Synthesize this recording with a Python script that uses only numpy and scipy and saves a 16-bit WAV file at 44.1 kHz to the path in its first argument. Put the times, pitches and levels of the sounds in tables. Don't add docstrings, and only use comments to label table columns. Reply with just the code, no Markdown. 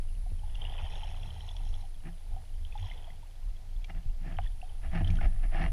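import sys
import numpy as np
from scipy import signal
from scipy.fft import rfft, irfft, next_fast_len
from scipy.io import wavfile
from scipy.ndimage import uniform_filter1d, map_coordinates

SR = 44100
rng = np.random.default_rng(int(sys.argv[2]) if len(sys.argv) > 2 else 0)


def wav_record(signal):
    frames = np.transpose(np.atleast_2d(signal))
    bounded = np.clip(frames, -1, 1)
    quanta = np.round(bounded * 32767).astype(np.int16)
    wavfile.write(sys.argv[1], SR, quanta)


N = 252252

# start in seconds, length in seconds, then the levels
# in dB of fizz, crackle, large bubbles and gurgle.
WAVE_CLOUDS = [(0.66, 1.17, -56, -57.5, -54.5, -43.5), (2.351, 0.086, -73, -82, -59.5, -46),
               (2.833, 0.32, -57, -61, -57.5, -60), (4.452, 0.04, -60.5, -63.5, -70, -56.5),
               (4.69, 0.15, -71, -73, -64, -67), (5.073, 0.17, -69, -63, -63, -38)]
FIZZ_THINNING_DB = 13.5
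STRAY_SMALL_DB, STRAY_CRACKLE_DB = -79.5, -76


def amp(db):
    return 10 ** (np.asarray(db) / 20)


def unit(x):
    return x / np.sqrt(np.mean(x ** 2) + 1e-20)


def clock():
    return np.arange(N) / SR


def gains(rows):
    seconds, *columns = np.transpose(rows)
    return [amp(np.interp(clock(), seconds, db)) for db in columns]


def wobble(rate):
    knots = rng.standard_normal(int(N * rate / SR) + 4)
    return map_coordinates(knots, [clock() * rate])


def filtered(x, response):
    size = next_fast_len(N + SR // 2)
    spectrum = rfft(x, size) * response(np.fft.rfftfreq(size, 1 / SR))
    return irfft(spectrum, size)[:N]


def coloured(x, points):
    point_hz, db = np.transpose(points)

    def response(hz):
        return amp(np.interp(np.log(hz + 1), np.log(point_hz), db, -120, -120))

    return filtered(x, response)


def noise(points):
    return unit(coloured(rng.standard_normal(N), points))


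def steady(x, span):
    size = max(int(span * SR), 2)
    power = uniform_filter1d(uniform_filter1d(x ** 2, size), size)
    return unit(x / np.sqrt(np.abs(power) + 1e-6))


def add(track, s, sound):
    start = int(np.clip(round(s * SR), 0, N))
    track[start:start + len(sound)] += sound[:N - start]


def hiss():
    # frequency in Hz, relative level in dB per Hz.
    hiss_colour = [(120, -43), (200, -10.5), (326, -9), (363, -10), (476, -10.5), (721, -7), (1050, -17),
                   (2330, -15), (3170, -19), (3470, -18), (3870, -16.5), (4310, -16.5), (7970, -24),
                   (10100, -24), (15000, -28)]
    return amp(-65) * noise(hiss_colour)


def whine(repeat_hz=23.28, loose=0.95):
    # time in seconds, level in dB before the trim.
    whine_level = [(0, -71), (0.5, -72), (0.8, -73.5), (2.0, -74), (3.2, -78.5), (4.1, -83.5), (4.5, -74),
                   (5.3, -71), (5.72, -69)]
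    # frequency in Hz, relative level in dB.
    whine_colour = [(7500, -44), (8450, -9), (8800, -25), (9200, -5), (9400, -14), (9750, -3.5),
                    (10130, 1.5), (10400, -3.5), (10700, -17.5), (11050, -17), (11800, -62)]
    phase = (clock() * repeat_hz) % 1
    scrap = rng.standard_normal(SR)
    repeating = scrap[(phase * SR / repeat_hz).astype(int)]
    level, = gains(whine_level)
    trim_db = 2.0
    return amp(trim_db) * level * unit(coloured(repeating + loose * rng.standard_normal(N), whine_colour))


def rubbing(bass_hz=300):
    # middle in seconds, half length in seconds, level in dB before the trim,
    # bass in dB against the rest, higher for a firmer press.
    slides = [(2.069, 0.021, -54.5, 7.5), (3.899, 0.0079, -48.5, -6), (3.965, 0.025, -60.5, 4),
              (4.294, 0.047, -53.5, 5.5), (4.853, 0.019, -52, -4), (4.961, 0.025, -42, 2.5),
              (5.010, 0.0093, -46, 12.5), (5.105, 0.11, -56, 11), (5.213, 0.004, -40.5, -14),
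              (5.234, 0.0084, -43.5, 0), (5.253, 0.009, -43, -5), (5.442, 0.012, -50.5, 6.5),
              (5.4, 0.21, -63, -10), (5.568, 0.03, -42, -5.5), (5.634, 0.03, -39.5, 0.5)]
    # frequency in Hz, width in Hz, relative level in dB.
    resonances = [(88.2, 9.3, 23.5), (166.6, 11, 23), (261, 36, 7.5), (340.5, 50, 6), (667, 54.5, 11),
                  (785, 72, 9), (1300, 220, -2), (1710, 128, 8), (2030, 880, 0.5), (2840, 39, 4),
                  (3100, 250, -10.5)]
    # frequency in Hz, relative level in dB.
    friction_colour = [(30, -54), (100, 1), (2800, -3.5), (3800, -12), (5500, -10.5), (7000, -26),
                       (10000, -35)]

    strokes = np.array([amp(db) ** 2 * np.exp(-((clock() - middle) / half) ** 2)
                        for middle, half, db, _ in slides])
    slide = np.sqrt(strokes.sum(axis=0))
    press = np.sqrt(amp([row[-1] for row in slides]) ** 2 @ strokes)
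    friction = steady(noise(friction_colour) * amp(2.9 * wobble(300)), span=0.036)
    bass = filtered(friction, lambda f: 1 / (1 + (f / bass_hz) ** 4))

    def case_response(f):
        total = 0
        for k, (hz, width, db) in enumerate(resonances):
            sign = (-1) ** k
            total = total + sign * amp(db) * 1j * f * width / (hz * hz - f * f + 1j * f * width)
        return total

    rub = filtered((friction - bass) * slide + bass * press, case_response)
    trim_db = 6.5
    return amp(trim_db) * rub / np.std(filtered(friction, case_response))


def knocks():
    # start in seconds, peak in dB, first pitch in Hz, settled pitch in Hz, fall time in seconds,
    # decay by 60 dB in seconds.
    taps = [(0.318, -32, 890, 81, 0.0023, 0.12), (0.824, -27.5, 120, 70, 0.0042, 0.12),
            (4.051, -30, 143, 34.3, 0.018, 0.24), (4.386, -27.5, 3330, 740, 0.00168, 0.02),
            (5.238, -20.5, 122, 43.4, 0.0083, 0.16)]
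    track, t = np.zeros(N), np.arange(SR // 4) / SR
    for s, db, first_hz, settled_hz, fall, t60 in taps:
        hz = settled_hz + (first_hz - settled_hz) * np.exp(-(t / fall) ** 2.9)
        attack = (1 - np.exp(-t / (1.8 * fall))) ** 2
        shape = attack * np.exp(-np.log(1000) * t / t60)
        tone = np.sin(2 * np.pi * np.cumsum(hz) / SR)
        add(track, s, amp(db) * shape / shape.max() * tone)
    return track


def snaps():
    # start in seconds, level in dB before colour and trim.
    cracks = [(0.554, -48.5), (1.566, -43.5), (1.731, -51), (3.844, -42), (4.436, -49), (5.079, -46.5),
              (5.104, -44), (5.155, -44.5)]
    # frequency in Hz, gain in dB.
    crack_colour = [(600, 1), (1500, -18), (2400, -6), (3300, 4), (4000, -6), (5500, -8), (6500, -12),
                    (8000, -26)]
    track, t = np.zeros(N), np.arange(SR // 50) / SR
    for s, db in cracks:
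        add(track, s, amp(db) * rng.standard_normal(len(t)) * np.exp(-t / 0.003))
    trim_db = 7.5
    return amp(trim_db) * coloured(track, crack_colour)


def scatter(x, t60=0.071, wet_db=-12):
    t = np.arange(SR // 10) / SR
    tails = rng.standard_normal((2, len(t))) * np.exp(-np.log(1000) * t / t60)
    first, second = (signal.fftconvolve(x, tail / np.linalg.norm(tail))[:N] for tail in tails)
    drift = 2 * np.pi * wobble(2.024)
    return x + amp(wet_db) * (np.cos(drift) * first + np.sin(drift) * second)


def clouds(levels_db, thinning_db, rows=WAVE_CLOUDS):
    attack_s, release_s = 0.098, 0.03
    attack_grows = 0.21
    hold = 0.14
    t, power = clock(), np.zeros(N)
    for (start, length, *_), db in zip(rows, levels_db):
        early = np.maximum(start - t, 0) / (attack_s * length ** attack_grows)
        late = np.maximum(t - start - length, 0) / release_s
        thinned = np.clip(((t - start) / length - hold) / (1 - hold), 0, 1)
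        power += (amp(db - thinning_db * thinned) * np.exp(-early - late)) ** 2
    return np.sqrt(power)


def water():
    # time in seconds, strength in dB.
    push = [(0.0, -31.5), (1.22, -36), (1.36, -44.5), (1.73, -28.5), (1.79, -36), (2.25, -41), (2.33, -30),
            (2.44, -48), (2.54, -33), (3.35, -44), (3.48, -31), (3.63, -44), (3.78, -30.5), (3.91, -42.5),
            (3.98, -29), (4.03, -50), (4.06, -29), (4.3, -36), (4.46, -29), (4.59, -38.5), (5.21, -24.5),
            (5.7, -27.5)]
    # frequency in Hz, relative level in dB per Hz.
    sway_colour = [(10, -49), (18, -4), (24, 3), (30, -1.5), (38, -11), (48, -24), (70, -34), (130, -61),
                   (300, -120)]
    gurgle_colour = [(30, -42), (50, 0), (68, 2.5), (85, 8), (102, -3), (130, -13), (165, -13),
                     (210, -25.5), (400, -36.5), (900, -120)]
    # middle in seconds, half length in seconds, peak in dB, pitch in Hz.
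    glug_rows = [(0.448, 0.031, -39, 81), (2.335, 0.027, -42.5, 75), (2.637, 0.035, -35.5, 72),
                 (2.834, 0.038, -33.5, 92.4), (4.392, 0.029, -34, 83.6), (4.89, 0.042, -33.5, 61.6),
                 (5.04, 0.026, -25, 82), (5.107, 0.035, -26.5, 87), (5.696, 0.027, -30.5, 83.8)]
    calm_db, calm_gurgle_db = -33, -50.5
    gurgle_grows = 1.06
    still_gurgle_db = -54.5
    eddy_db, eddy_rate = 1.5, 9

    flow, = gains(push)
    stirred = amp(calm_gurgle_db) * (flow / amp(calm_db)) ** gurgle_grows
    churned = clouds([row[-1] for row in WAVE_CLOUDS], thinning_db=2.5)
    gurgle_gain = np.sqrt(stirred ** 2 + churned ** 2 + amp(still_gurgle_db) ** 2)
    gurgle_gain = gurgle_gain * amp(eddy_db * wobble(eddy_rate))
    sway = amp(1) * flow * steady(noise(sway_colour), span=0.026)
    gurgle = gurgle_gain * steady(noise(gurgle_colour), span=0.028)
    t, glugs = clock(), np.zeros(N)
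    for middle, half, db, hz in glug_rows:
        swell = np.exp(-((t - middle) / half) ** 2)
        glugs += amp(db) * swell * np.sin(2 * np.pi * hz * (t - middle))
    return sway + gurgle + glugs


def swarm(rate, pitch_hz, spread, cycles, size_db):
    count = int(rate * N / SR)
    when, pitch, size = rng.random((count, 3)).T
    hz = pitch_hz * np.exp(spread * (2 * pitch - 1))
    age = np.arange(int(5 * cycles * SR / pitch_hz))
    turns = hz[:, None] * age / SR
    strength = amp(-size_db * np.log(np.maximum(size, .005)))
    shape = np.exp(-turns / cycles) * (1 - np.exp(-turns))
    grains = strength[:, None] * np.sin(2 * np.pi * turns) * shape
    index = (when * N).astype(int)[:, None] + age
    return np.bincount(index.ravel(), grains.ravel(), N)[:N]


def fizz():
    # frequency in Hz, relative gain in dB.
    large_colour = [(150, -37), (300, -14), (550, -11.5), (720, 0), (850, 2.5), (1050, -9.5), (1400, -9.5),
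                    (2200, -48)]
    small_colour = [(900, 11), (1250, -21.5), (1600, -10), (1950, -2), (2300, -5.5), (2750, -1.5),
                    (3200, 6.5), (3500, 4.5), (3800, -12), (4050, -35), (4900, -6), (7000, -43)]
    fine_colour = [(3000, -23), (4050, 6), (4400, -19.5), (4950, -21), (5450, 6), (6000, -9), (6550, 0.5),
                   (7200, -35), (9000, -18)]
    # start in seconds, length in seconds, level in dB.
    sprays = [(0.885, 0.95, -67), (2.807, 0.12, -67), (5.07, 0.12, -73)]
    large_thinning_db, fine_thinning_db, stray_large_db = 10, 2.5, -74
    clump_db, clump_rate = 1.83, 45

    _, _, fizz_db, crackle_db, large_db, _ = np.transpose(WAVE_CLOUDS)
    clumps = amp(clump_db * wobble(clump_rate))
    large_gain = np.hypot(clumps * clouds(large_db, large_thinning_db), amp(stray_large_db))
    far_gain = np.hypot(clumps * clouds(fizz_db, FIZZ_THINNING_DB), amp(STRAY_SMALL_DB))
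    near_gain = np.hypot(clouds(crackle_db, thinning_db=12), amp(STRAY_CRACKLE_DB))
    fine_gain = clumps * clouds([row[-1] for row in sprays], fine_thinning_db, sprays)
    large = coloured(swarm(rate=900, pitch_hz=776, spread=0.76, cycles=1.9, size_db=3.5), large_colour)
    far = coloured(swarm(rate=1500, pitch_hz=2415, spread=0.74, cycles=1.4, size_db=2.5), small_colour)
    near = coloured(swarm(rate=300, pitch_hz=3120, spread=0.25, cycles=8.3, size_db=6), small_colour)
    fine = coloured(swarm(rate=600, pitch_hz=5850, spread=0.42, cycles=2.6, size_db=3), fine_colour)
    return (large_gain * steady(large, span=0.051) + far_gain * steady(far, span=0.04)
            + near_gain * steady(near, span=0.16) + fine_gain * steady(fine, span=0.21))


def ring(hz, t60, attack_cycles, rise):
    t = np.arange(int(t60 * SR) + 64) / SR
    shape = (1 - np.exp(-t * hz / attack_cycles)) * np.exp(-np.log(1000) * t / t60)
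    return shape / shape.max() * np.sin(2 * np.pi * hz * t * (1 + rise * t / t60 / 2))


def chance_bubbles(count, pitch_hz, spread, over_db):
    place, pitch = rng.random((count, 2)).T
    when = (np.arange(count) + place) / count * N / SR
    fizz_gain = clouds([row[2] for row in WAVE_CLOUDS], FIZZ_THINNING_DB)
    around = np.hypot(fizz_gain, amp(STRAY_CRACKLE_DB) + amp(STRAY_SMALL_DB))
    db = 20 * np.log10(np.interp(when, clock(), around)) + over_db
    return list(zip(when, db, pitch_hz * np.exp(spread * (2 * pitch - 1))))


def bubbles():
    # start in seconds, peak in dB before the trim, pitch in Hz.
    near_bubbles = [(0.262, -47, 730), (0.434, -48, 835), (0.497, -53.5, 2900), (0.554, -40.5, 2800),
                    (0.618, -38, 3110), (0.651, -36, 2850), (0.697, -42, 3130), (0.780, -40, 3050),
                    (1.029, -42, 860), (1.034, -40, 3070), (1.305, -43.5, 3100), (1.407, -41, 3160),
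                    (1.490, -36, 3360), (1.566, -42, 3300), (1.741, -41, 3300), (1.838, -49.5, 777),
                    (2.364, -43.5, 745), (2.650, -40.5, 3170), (2.724, -46.5, 2520), (2.753, -39, 830),
                    (2.777, -44, 3420), (2.914, -41.5, 2070), (3.076, -47, 683), (3.103, -50, 2000),
                    (3.229, -53, 924), (3.844, -46, 2320), (3.898, -43, 2070), (4.369, -47.5, 3070),
                    (4.464, -47, 1820), (4.474, -47, 3360), (4.616, -44.5, 2705), (4.628, -40.5, 729),
                    (5.046, -37.5, 3080), (5.074, -36, 3130), (5.102, -42, 2340), (5.17, -43, 3150),
                    (5.187, -40, 1460)]
    ring_s, ring_falls = 0.044, 0.78
    ticks = chance_bubbles(count=36, pitch_hz=2980, spread=0.153, over_db=10.5)
    plops = chance_bubbles(count=20, pitch_hz=745, spread=0.345, over_db=5.5)
    track = np.zeros(N)
    for s, db, hz in near_bubbles + ticks + plops:
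        t60 = ring_s / (hz / 1000) ** ring_falls
        add(track, s, amp(db) * ring(hz, t60, attack_cycles=1.37, rise=0.057))
    trim_db = -0.5
    return amp(trim_db) * track


def scene():
    clicks = scatter(bubbles() + snaps() + knocks())
    return (hiss() + whine() + rubbing() + water() + fizz() + clicks)[None]


def record(dry):
    top_hz = 15280
    return filtered(dry[0], lambda hz: hz < top_hz)[None]


dry = scene()
out = record(dry)
wav_record(out)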